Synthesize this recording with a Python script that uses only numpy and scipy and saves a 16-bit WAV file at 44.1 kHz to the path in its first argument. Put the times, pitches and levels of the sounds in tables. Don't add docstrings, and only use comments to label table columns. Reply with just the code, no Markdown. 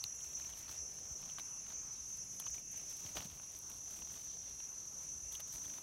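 import sys
import numpy as np
from scipy import signal
from scipy.fft import rfft, irfft, next_fast_len
from scipy.io import wavfile
from scipy.ndimage import uniform_filter1d

SR = 44100
rng = np.random.default_rng(int(sys.argv[2]) if len(sys.argv) > 2 else 0)


def wrap_up_sound(samples):
    columns = np.atleast_2d(samples).T
    tamed = np.clip(columns, -1, 1)
    steps = np.round(tamed * 32767).astype(np.int16)
    wavfile.write(sys.argv[1], SR, steps)


def gain_from_db(level_db):
    decades = np.asarray(level_db, float) / 20
    return 10 ** decades


N = 256785


def colour(x, points):
    hz, db = np.transpose(points)
    size = next_fast_len(len(x))
    f = np.maximum(np.arange(size // 2 + 1) * SR / size, 1)
    gain = gain_from_db(np.interp(np.log(f), np.log(hz), db))
    return irfft(rfft(x, size) * gain, size)[:len(x)]


def ring(x, hz, width_hz):
    b, a = signal.iirpeak(min(hz, .45 * SR), hz / width_hz, SR)
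    return signal.lfilter(b, a, x)


def unit(x):
    return x / np.sqrt(np.mean(x ** 2))


def curves(table):
    s, *columns = np.transpose(table)
    return [np.interp(np.arange(N) / SR, s, column) for column in columns]


def walk(rate):
    hold = max(int(SR / rate), 2)
    steps = np.repeat(rng.standard_normal(N // hold + 1), hold)
    smooth = uniform_filter1d(uniform_filter1d(steps, hold), hold)
    return unit(smooth[:N])


def swell(start, length, rise, fall):
    along = (np.arange(N) / SR - start) / length
    return np.clip(np.minimum(along / rise, (1 - along) / fall), 0, 1)


def clicks(hz, first, last, uneven_db):
    cycles = np.cumsum(hz) / SR + rng.random()
    strengths = gain_from_db(uneven_db * rng.standard_normal(N // 50))
    size = strengths[(cycles + .5).astype(int)]
    half = np.pi * (cycles % 1) + 1e-9
    return size * (np.sin((2 * last + 1) * half) - np.sin((2 * first - 1) * half)) / np.sin(half)


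def foliage(x, t60, wet_db):
    t = np.arange(SR // 2) / SR
    echo = rng.standard_normal(len(t)) * np.exp(-np.log(1000) * t / t60)
    echo *= gain_from_db(wet_db) / np.sqrt(np.sum(echo ** 2))
    echo[0] = 1
    lead_in = x[:len(t)][::-1]
    heard = signal.fftconvolve(np.concatenate([lead_in, x]), echo)
    return unit(heard[len(t):len(t) + N])


def near_cicadas():
    # (time [s], click rate [Hz], spread between singers [0-1])
    group = [(0, 294, .008), (.5, 294.5, .008), (.9, 297, .008), (1.7, 298.5, .007), (3.17, 300.3, .008),
             (3.2, 319.5, .011), (4.2, 320.4, .011), (5.82, 320.2, .011)]
    # (time [s], level [dB])
    chorus = [(0, -47.5), (.4, -48.5), (.9, -49), (1.6, -48), (2.4, -47), (3.2, -49), (3.7, -49.5),
              (4.2, -47.5), (4.8, -48), (5.3, -47), (5.82, -50.5)]
    # (frequency [Hz], gain [dB])
    tymbal = [(4000, -50), (4800, -38), (5070, -27), (5350, -18), (5650, -5), (5950, 0), (6250, -.7),
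              (6570, -7.5), (6850, -8), (7050, -18), (7400, -19.5), (7700, -28), (9000, -30), (10300, -33)]
    (hz, spread), (db,) = curves(group), curves(chorus)
    out = 0
    for place in np.arange(-3, 4) / 3:
        waver = 1 + spread * place + .002 * walk(40) + .0014 * walk(4)
        strength = gain_from_db(3.2 * walk(16) - 2.5 * place ** 2)
        out = out + strength * clicks(hz * waver, 14, 34, uneven_db=1.8)
    return gain_from_db(db) * foliage(colour(out, tymbal), t60=.22, wet_db=4.5)


def far_cicada(hz, level, orders):
    cycles = np.cumsum(hz * (1 + .0003 * walk(9))) / SR
    out = 0
    for k, db in orders:
        out = out + gain_from_db(db + 0.46 * walk(4.9)) * np.cos(2 * np.pi * k * cycles + k * k)
    return gain_from_db(curves(level)[0]) * out


def far_cicadas():
    # (time [s], level [dB])
    low_level = [(0, -74), (2, -70), (3.1, -65), (4, -65), (4.6, -69), (5.3, -70), (5.82, -78)]
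    high_level = [(0, -78), (.7, -72), (1, -66), (1.5, -68), (1.9, -80), (3.7, -80), (4.1, -70),
                  (5.82, -68)]
    # (multiple of the click rate, level [dB])
    low_orders = [(16, -15), (17, 2), (18, 4.5), (19, -26.5), (20, -7)]
    high_orders = [(19, -25), (20, 11), (21, -11), (22, -8)]
    return far_cicada(329.6, low_level, low_orders) + far_cicada(304.8, high_level, high_orders)


def katydid(wing, glide):
    hz, high_hz, width, low_db = wing
    rate = hz * (1 + glide + .003 * walk(5) + .002 * walk(30))
    mid = int(round(high_hz / hz / 4))
    high = clicks(2 * rate, 2 * mid - 3, 2 * mid + 3, uneven_db=2.5)
    low = clicks(rate, mid - 1, mid + 2, uneven_db=4)
    high_mode = unit(ring(ring(high, high_hz, width), high_hz, width))
    low_mode = unit(ring(low, high_hz / 4, 85))
    return foliage(high_mode + gain_from_db(low_db) * low_mode, t60=.15, wet_db=3)


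def katydids():
    # (first start [s], period [s], length [s], level [dB], fading [dB/s])
    songs = [
        (-.03, .636, .44, -70, -.5),
        (-.36, .735, .72, -71.5, .2),
        (.2, .86, .56, -76.5, .1),
    ]
    # (stroke rate [Hz], high mode [Hz], width [Hz], low mode level [dB])
    wings = [
        (68.1, 10600, 260, -7),
        (68.2, 10860, 300, -9),
        (68.1, 11520, 330, -30),
    ]
    sag = .008
    t, out = np.arange(N) / SR, 0
    for (first, period, length, db, fading_db), wing in zip(songs, wings):
        along = (t - first) % period / length
        envelope = np.clip(5 * np.minimum(along, 1 - along), 0, 1)
        phrase = gain_from_db(db + fading_db * t + 1.2 * walk(3)) * envelope
        out = out + phrase * katydid(wing, -sag * (np.minimum(along, 1) - .5))
    return out


def crackle(rate, spread_db, tail_s):
    breaks = (rng.random(N) < rate / SR) * gain_from_db(spread_db * rng.exponential(size=N))
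    t = np.arange(SR // 40) / SR
    return signal.fftconvolve(breaks, np.exp(-t / tail_s))[:N] * rng.standard_normal(N)


def litter():
    # (start [s], length [s], crackle level [dB], crisp top re crackle [dB])
    rustles = [(0.028, 0.015, -72, 5), (0.16, 0.4, -67, -0.5), (.36, 0.43, -63.5, -8),
               (0.556, 0.13, -69.5, 6), (0.676, 0.13, -59, -4.5), (0.81, 0.77, -70.5, -3),
               (1.17, 0.28, -65, -18), (1.383, 0.034, -53, -14), (1.647, 0.18, -61.5, -12),
               (2.06, 0.18, -69, -4), (2.316, 0.094, -69, 3), (2.39, 0.038, -55.5, -6),
               (2.452, 0.056, -56.5, -22), (2.52, 0.15, -63.5, -4), (2.71, 0.38, -67, -2),
               (2.878, 0.17, -69, 0), (2.988, 0.32, -58.5, -7.5), (3.15, 0.078, -48, -19),
               (3.209, 0.087, -57, -9), (3.27, 0.29, -64.5, -4), (3.486, 0.3, -66, -2),
               (3.662, 0.29, -67, -4), (3.85, 0.48, -61.5, -5), (4.099, 0.2, -64.5, -1),
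               (4.226, 0.48, -68.5, -15), (5.307, 0.1, -64.5, 2), (5.394, 0.029, -56, -7),
               (5.465, 0.082, -65.5, 0), (5.513, 0.15, -61, 1.5), (5.604, 0.33, -61, -4.5)]
    rest_db, rest_top_db, rest_soil_db = -76, -75, -67
    soil_re_crackle_db, dig_s = -2, 0.071
    pushes = np.array([swell(s, length, rise=0.19, fall=0.83) for s, length, _, _ in rustles])
    _, length, db, top_db = np.transpose(rustles)
    push = gain_from_db(db) @ pushes
    crisp = gain_from_db(db + top_db) @ pushes
    dig = (gain_from_db(db + soil_re_crackle_db) * np.minimum(length / dig_s, 1)) @ pushes
    mid = colour(crackle(1000, 3.2, .0015), [(150, -76), (600, 4.5), (1500, -1.0), (3500, 1.5),
                                             (5000, -2.0), (8000, -10.5), (16000, -9.5)])
    top = colour(crackle(3000, 4.3, 0.002), [(3000, -18.0), (7500, -6.0), (10000, -8.5),
                                             (13000, -9), (16000, -15.0)])
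    soil = colour(rng.standard_normal(N), [(25, -7.5), (60, -0.5), (200, -3.5), (450, -9.5),
                                           (1200, -21.0), (16000, -101)])
    out = np.hypot(gain_from_db(rest_db), push) * unit(mid)
    out += gain_from_db(5.5) * np.hypot(gain_from_db(rest_top_db), crisp) * unit(top)
    return out + gain_from_db(-3) * np.hypot(gain_from_db(rest_soil_db), dig) * unit(soil)


def add_impact(out, s, decay_s, modes):
    t = np.arange(SR // 15) / SR
    burst = rng.standard_normal(len(t)) * np.exp(-t / max(decay_s, 1e-4)) * np.minimum(t / 0.00034, 1)
    i = int(s * SR)
    for hz, width, db in modes:
        mode = ring(ring(burst, hz, width), hz, 1.6 * width)
        out[i:i + len(t)] += (gain_from_db(db) / np.abs(mode).max() * mode)[:N - i]


def knife():
    # (time [s], peak [dB], ring [Hz], body re peak [dB])
    snaps = [(0.0398, -24, 4000, -20.5), (0.057, -50, 3800, -6), (0.42, -48, 2650, -10),
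             (0.446, -45.5, 2570, -15), (0.527, -49, 3200, -17), (0.535, -44.5, 2770, -7),
             (0.682, -46, 4380, -2), (0.693, -39, 4160, -6.5), (0.986, -51, 4400, 0),
             (1.298, -43.5, 3120, -29), (1.399, -47, 3380, -16), (1.722, -47, 4270, -5),
             (2.399, -39, 3340, -6), (2.44, -47, 2700, -4), (2.473, -46, 3000, -6), (5.343, -46, 3500, -22),
             (2.581, -47, 2400, -3), (2.903, -52, 4280, -20), (3.183, -43, 4200, 3), (3.219, -47, 2800, -2),
             (3.398, -58, 2570, 13.5), (4.021, -44, 2650, -1), (5.324, -46, 3560, -24),
             (5.398, -48, 3360, -5), (5.536, -46, 4400, -22), (5.656, -44.5, 3370, -6),
             (5.74, -53, 3430, -7), (5.784, -51.5, 3630, 7)]
    # (time [s], peak [dB], ring [Hz], body re peak [dB])
    tears = [
        (0.206, -47, 3230, -24),
        (1.383, -43, 3050, 5.5),
        (2.464, -45.5, 2650, 0.5),
        (3.17, -35, 3050, -2.5),
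        (5.351, -38.5, 3340, -27),
    ]
    # (time [s], peak [dB])
    blade_taps = [(0.19, -58), (0.374, -50), (0.469, -57), (0.717, -54), (1.227, -48), (1.664, -55),
                  (2.331, -60), (2.423, -47), (2.543, -55), (2.798, -51.5), (2.927, -52), (3.7, -50.5),
                  (3.912, -51), (4.124, -62), (4.48, -51.5), (4.602, -48.5), (5.086, -56)]
    # (time [s], peak [dB], centre [Hz])
    ticks = [(0.039, -38, 14200), (0.161, -53, 12100), (0.712, -45, 12600), (1.214, -52, 12100),
             (1.719, -55, 13700), (2.068, -56, 13000), (2.3984, -39, 13300), (2.4, -37.5, 12100),
             (2.504, -47, 14800), (2.553, -52, 12600), (2.595, -51, 13200), (2.715, -47, 12800),
             (2.7232, -51, 12400), (2.7736, -47, 12800), (2.8978, -49, 13200), (3.115, -58, 12100),
             (3.16, -57, 12500), (3.2156, -53, 12400), (3.588, -44, 12300), (3.699, -44, 12800),
             (4.003, -50, 12200), (4.118, -56, 12800), (5.3228, -44, 13500), (5.35, -40.5, 13000),
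             (5.4033, -42, 12600), (5.4765, -53, 12400), (5.54, -48, 15100), (5.6875, -57, 13830)]
    # (time [s], peak [dB], centre [Hz])
    thuds = [(0.046, -55, 77.5), (1.111, -51.5, 61.9), (3.049, -50, 91), (3.156, -47, 332),
             (3.189, -51, 72.7), (3.199, -59, 99), (3.25, -47, 192), (5.546, -54.5, 50), (5.659, -57, 72)]
    out = np.zeros(N)
    taps = [(s, db, 2620, -3) for s, db in blade_taps]
    for cuts, decay_s in [([*snaps, *taps], .0013), (tears, .0035)]:
        for s, db, hz, body_db in cuts:
            edge_db = -61 + 0.42 * (db + 48)
            woody = [(hz, 0.16 * hz, db - 5.0), (1.03 * hz, 0.92 * hz, db - 9)]
            body, edge = (1100, 1100, db + body_db - .7), (8800, 3000, edge_db)
            add_impact(out, s, decay_s, [*woody, body, edge])
    for s, db, hz in ticks:
        add_impact(out, s, .001, [(hz, 3500, db - 5), (11000, 6000, db + 2.5)])
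    for s, db, hz in thuds:
        add_impact(out, s, .003, [(hz, 0.58 * hz, db + 1.0)])
    return out


def air():
    # (frequency [Hz], density [dB per Hz])
    spectrum = [(25, -110), (50, -83.5), (100, -89.5), (250, -96.5), (500, -101), (1000, -102),
                (2000, -106), (4000, -107), (7800, -111), (10000, -107), (12000, -109), (16000, -114)]
    out = 0
    for hz in 35 * 2 ** np.arange(0, 9):
        band = [(hz / 2, -60), (hz / 2 ** .5, -3), (hz, 0), (hz * 2 ** .5, -3), (hz * 2, -60)]
        drift = gain_from_db(2.1 * walk(3.26) + 2.2 * walk(15))
        out = out + drift * colour(rng.standard_normal(N), band)
    return colour(out, spectrum) * np.sqrt(SR / 2)


def scene():
    insects = near_cicadas() + far_cicadas() + katydids()
    hands = litter() + knife()
    return (insects + hands + air())[None]


def top_cut(x):
    return signal.sosfilt(signal.butter(12, 15780, fs=SR, output="sos"), x)


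def record(dry):
    low_pass = signal.ellip(10, .2, 80, 15780, fs=SR, output="sos")
    mix = signal.sosfilt(low_pass, dry)
    return top_cut(mix)


dry = scene()
out = record(dry)
wrap_up_sound(out)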